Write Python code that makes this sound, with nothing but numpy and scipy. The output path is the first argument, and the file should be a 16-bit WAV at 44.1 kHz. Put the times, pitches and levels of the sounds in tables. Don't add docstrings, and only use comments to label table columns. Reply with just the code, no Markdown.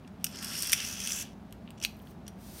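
import sys
import numpy as np
from scipy import signal
from scipy.fft import rfft, irfft
from scipy.io import wavfile
from scipy.ndimage import map_coordinates

SR = 44100
rng = np.random.default_rng(int(sys.argv[2]) if len(sys.argv) > 2 else 0)


def wrap_up_sound(samples):
    columns = np.atleast_2d(samples).T
    tamed = np.clip(columns, -1, 1)
    steps = np.round(tamed * 32767).astype(np.int16)
    wavfile.write(sys.argv[1], SR, steps)


N = 114660
TIME = np.arange(N) / SR

# (lower edge [Hz], upper edge [Hz])
BANDS = [(1300, 4500), (4500, 7500), (7500, 15900)]
BAND_FILTERS = [signal.butter(3, band, "band", fs=SR, output="sos") for band in BANDS]
HIT_S = .005


def rolling():
    # (time [s], low [dB], middle [dB], high [dB])
    wheel_levels = [(0.199,-66,-85.5,-77),(0.31,-58.5,-60,-63),(0.35,-52.5,-48,-57.5),(0.412,-60,-49,-57),(0.43,-48.5,-40.5,-46.5),(0.47,-49.5,-43.5,-48),(0.55,-43,-40.5,-44),(0.62,-47.5,-37.5,-39),(0.69,-43.5,-39.5,-46),(0.77,-42.5,-41.5,-47),(0.805,-39,-43.5,-49),(0.835,-41,-43,-47),(0.87,-44.5,-37,-45),(0.97,-45.5,-43.5,-51.5),(1.04,-44.5,-39,-46),(1.09,-42.5,-37,-44.5),(1.16,-45,-39,-43),(1.224,-45.5,-40,-44),(1.24,-52,-59,-65),(1.34,-70.5,-77,-82)]
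    # (time [s], pitch [ratio])
    ring_pitch = [(.35, 0.93), (.6, 0.96), (.85, 1.025), (1.2, 1.065)]
    # (time [s], level [dB])
    floor_levels = [(.25, -66), (.44, -51.5), (.75, -57), (1.2, -57), (1.25, -74)]
    # (time [s], level [dB])
    tyre_levels = [(1.02, -70), (1.12, -42), (1.22, -45), (1.245, -66)]
    low, *upper = wheel_noise()
    position = np.cumsum(np.interp(TIME, *np.transpose(ring_pitch)))
    upper = [map_coordinates(band, [position], order=5, mode="mirror") for band in upper]
    wheels = sum(gain * band for gain, band in zip(gain_curves(wheel_levels), [low, *upper]))
    floor = gain_curves(floor_levels)[0] * hiss(hz=1250, width_hz=1300)
    tyres = gain_curves(tyre_levels)[0] * hiss(hz=7170, width_hz=1700)
    return wheels + floor + tyres


def wheel_noise(bump_hz=84, bump_db=3, flutter_db=1.05, grains_per_s=9000, spread_db=3.5):
    bumps = np.cumsum(bump_hz * (1 + .147 * drift(hz=7.4))) / SR
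    pressure = from_db(bump_db * np.cos(2 * np.pi * bumps) + flutter_db * drift(hz=70))
    sizes = from_db(spread_db * np.minimum(rng.exponential(1, N), 4))
    signs = rng.choice([-1, 1], N)
    hits = rng.random(N) < grains_per_s / SR
    ring = car_body(pressure * sizes * signs * hits)
    return [rms_one(signal.sosfilt(band, ring)) for band in BAND_FILTERS]


def car_body(force, direct_db=-7):
    # (pitch [Hz], width [Hz], gain [dB])
    body_tones = [(1700, 220, -11), (2670, 140, 0.5), (2934, 280, -0.5), (3314, 270, 1), (4740, 700, -14.5),
                  (5494, 450, 2), (5796, 280, 5), (6800, 730, -14), (8350, 700, -5), (9245, 460, 1.5),
                  (10780, 500, -6), (12100, 700, -5), (13500, 950, -7)]
    force = signal.sosfilt(signal.butter(2, 14000, fs=SR, output="sos"), force)
    ring = sum(from_db(db) * resonance(force, hz, width) for hz, width, db in body_tones)
    return from_db(direct_db) * force + ring


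def clicks(size=1500, gain_db=.5):
    # (time [s], low [dB], middle [dB], high [dB], decay [s])
    hits = [(0.076,-59,-59,-67.5,0.0018),(0.2426,-33,-25.5,-26.5,0.0028),(0.266,-43,-37,-46,0.0038),(0.357,-50,-47,-54,0.0022),(0.388,-49.5,-42.5,-56,0.002),(0.4257,-42.5,-39.5,-42,0.003),(0.4457,-48,-38.5,-37,0.0011),(0.623,-41,-31,-31,0.001),(0.6314,-41,-33.5,-39,0.0024),(0.6703,-56,-39,-37,0.0022),(0.6958,-39,-36,-37.5,0.0022),(0.7198,-38,-36,-27,0.00082),(0.7308,-22,-23.5,-24,0.0016),(0.8017,-36.5,-37,-50,0.0044),(0.8487,-53,-35,-40.5,0.002),(1.0023,-46,-36,-43.5,0.0018),(1.0738,-36.5,-33,-34,0.002),(1.1205,-51,-33,-47.5,0.0016),(1.509,-68,-71,-72.5,0.00083),(1.5252,-56,-53.5,-52,0.001),(1.7056,-52.5,-62,-55.5,0.00032),(1.8008,-55,-50,-65,0.0014),(1.8139,-46,-47,-58,0.0046),(1.83,-56,-54,-49,0.0012),(1.8385,-51,-40,-44,0.0017),(1.8488,-31.5,-32,-34,0.0014),(2.0213,-82,-78,-64,0.0003),(2.266,-57.5,-53,-81,0.0038),(2.2791,-49,-43,-48,0.003)]
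    out = np.zeros(N + size)
    for start, *levels_db, decay_s in hits:
        taps = rng.choice([-1, 1], size) * np.exp(-TIME[:size] / decay_s)
        ring = car_body(taps)
        bands = [rms_one(signal.sosfilt(band, ring)) for band in BAND_FILTERS]
        i = int(start * SR)
        out[i:i + size] += sum(from_db(db) * band for db, band in zip(levels_db, bands))
    return from_db(gain_db) * np.sqrt(HIT_S * SR / size) * out[:N]


def rattles(swell_db=7.5, release_s=.0018, gain_db=2.5):
    # (start [s], end [s], low [dB], middle [dB], high [dB])
    turns = [(0.7254, 0.734, -44, -26, -31), (1.775, 1.787, -64, -63.5, -78),
             (1.825, 1.844, -46.5, -40.5, -55), (1.845, 1.864, -58, -52, -63)]
    bands, out = wheel_noise(), np.zeros(N)
    for start, end, *levels_db in turns:
        span = slice(int(start * SR), int((end + 2 * release_s) * SR))
        swell = from_db(np.interp(TIME[span], [start, end], [-swell_db, 0]))
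        release = np.exp(-np.maximum(TIME[span] - end, 0) / release_s)
        for db, band in zip(levels_db, bands):
            out[span] += from_db(db) * rms_one(swell * release * band[span])
    return from_db(gain_db) * out


def knocks(size=1500):
    # (time [s], level [dB], treble limit [Hz], damping [ratio], pitch [ratio])
    blows = [(0.0484,-60.5,3000,1,1.1),(.7313,-22.5,3700,2.4,1.15),(1.5255,-55,3700,1,1.2),(1.6766,-51.5,3500,1.4,1.15),(1.689,-58,3400,1.4,1.15),(1.7064,-61,3700,1,1.25),(1.8383,-41,3000,1.4,1),(1.8493,-25,4410,1.1,1),(2.0001,-59.5,3700,1,1.28),(2.072,-57.5,3800,1,1.33)]
    # (pitch [Hz], width [Hz], gain [dB])
    chassis_tones = [(2535, 300, 2.5), (3250, 380, 1.5), (3950, 380, 0)]
    out = np.zeros(N + size)
    tap = signal.sosfilt(signal.butter(2, 1800, "high", fs=SR, output="sos"), signal.unit_impulse(size))
    for start, level_db, top_hz, damping, pitch in blows:
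        force = signal.sosfilt(signal.butter(7, top_hz, fs=SR, output="sos"), tap)
        ring = sum(from_db(db) * resonance(force, hz * pitch, width * damping)
                   for hz, width, db in chassis_tones)
        i = int(start * SR)
        out[i:i + size] += from_db(level_db) * rms_one(ring)
    return np.sqrt(HIT_S * SR / size) * out[:N]


def finger_crackle(start_s=1.8, end_s=2.13, gap_s=.014, slip_db=-40.5, spread_db=6.5):
    times = np.arange(start_s, end_s, gap_s)
    lateness, strength = rng.standard_normal((len(times), 2)).T
    times += .3 * gap_s * lateness
    slips = np.zeros(N)
    slips[(times * SR).astype(int)] = from_db(slip_db + spread_db * strength)
    return resonance(slips, hz=14000, width_hz=2700)


def hand_slide():
    # (time [s], level [dB])
    rub_levels = [(1.9, -90), (1.97, -71), (2.04, -70.5), (2.11, -62.5), (2.17, -85.5), (2.35, -83),
                  (2.41, -60), (2.48, -54.5), (2.55, -52), (2.6, -47)]
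    # (frequency [Hz], relative level [dB])
    rub_colour = [(1000, -5.5), (2500, -4.5), (4300, 0), (6000, 1), (7400, -4), (9000, 1.5), (11300, -5),
                  (14000, 1.5), (16000, -5)]
    return gain_curves(rub_levels)[0] * coloured_noise(rub_colour)


def room_echo(sound, near_db=-11.5, tail_db=-16.5):
    near_s, tail_s, treble_s = .059, .33, .28
    t = TIME[:SR // 2]
    noise, near = rng.standard_normal((2, len(t))) * (t > .003)
    dull = signal.sosfilt(signal.butter(1, 5000, fs=SR, output="sos"), noise)
    tail = dull * from_db(-60 * t / tail_s) + (noise - dull) * from_db(-60 * t / treble_s)
    near = near * from_db(-60 * t / near_s)
    echo = from_db(tail_db) * tail / np.linalg.norm(tail) + from_db(near_db) * near / np.linalg.norm(near)
    return signal.fftconvolve(sound, echo)[:N]


def ventilation(rumble_db=-47.5, hum_hz=58.8, hum_db=-62):
    # (frequency [Hz], relative level [dB])
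    air_colour = [(20, -30), (40, -24.5), (58, -7.5), (75, -7.5), (98, -3.5), (140, -7), (195, 1),
                  (250, -4), (310, -13.5), (370, -12), (480, -19), (650, -15.5), (1000, -22.5),
                  (2000, -31.5), (4000, -38.5), (8000, -48.5), (16000, -51.5)]
    rumble = coloured_noise(air_colour)
    hum = np.sqrt(2) * np.sin(2 * np.pi * hum_hz * TIME + .5 * drift(hz=3.3))
    return from_db(rumble_db) * rumble + from_db(hum_db) * hum


def from_db(db):
    return 10 ** (np.asarray(db) / 20)


def rms_one(x):
    return x / np.sqrt(np.mean(x ** 2) + 1e-20)


def gain_curves(rows):
    times, *columns = np.transpose(rows)
    return [from_db(np.interp(TIME, times, db, left=-120, right=-120)) for db in columns]


def drift(hz):
    r = np.exp(-2 * np.pi * hz / SR)
    return rms_one(signal.lfilter([1], [1, -2 * r, r * r], rng.standard_normal(N + SR))[SR:])


def coloured_noise(colour):
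    hz, db = np.transpose(colour)
    gain = from_db(np.interp(np.log(np.fft.rfftfreq(N, 1 / SR) + 1), np.log(hz), db))
    return rms_one(irfft(rfft(rng.standard_normal(N)) * gain, N))


def resonance(x, hz, width_hz):
    r = np.exp(-np.pi * width_hz / SR)
    feedback = [1, -2 * r * np.cos(2 * np.pi * hz / SR), r * r]
    return signal.lfilter(np.array([1, 0, -1]) * (1 - r * r) / 2, feedback, x + 1e-18)


def hiss(hz, width_hz):
    once = resonance(rng.standard_normal(N), hz, width_hz)
    return rms_one(resonance(once, hz, width_hz))


def scene():
    car = rolling() + rattles() + clicks() + knocks() + finger_crackle()
    return (car + room_echo(car) + hand_slide() + ventilation())[None]


def record(dry):
    return signal.sosfilt(signal.ellip(12, .2, 80, 15800, fs=SR, output="sos"), dry)


dry = scene()
out = record(dry)
wrap_up_sound(out)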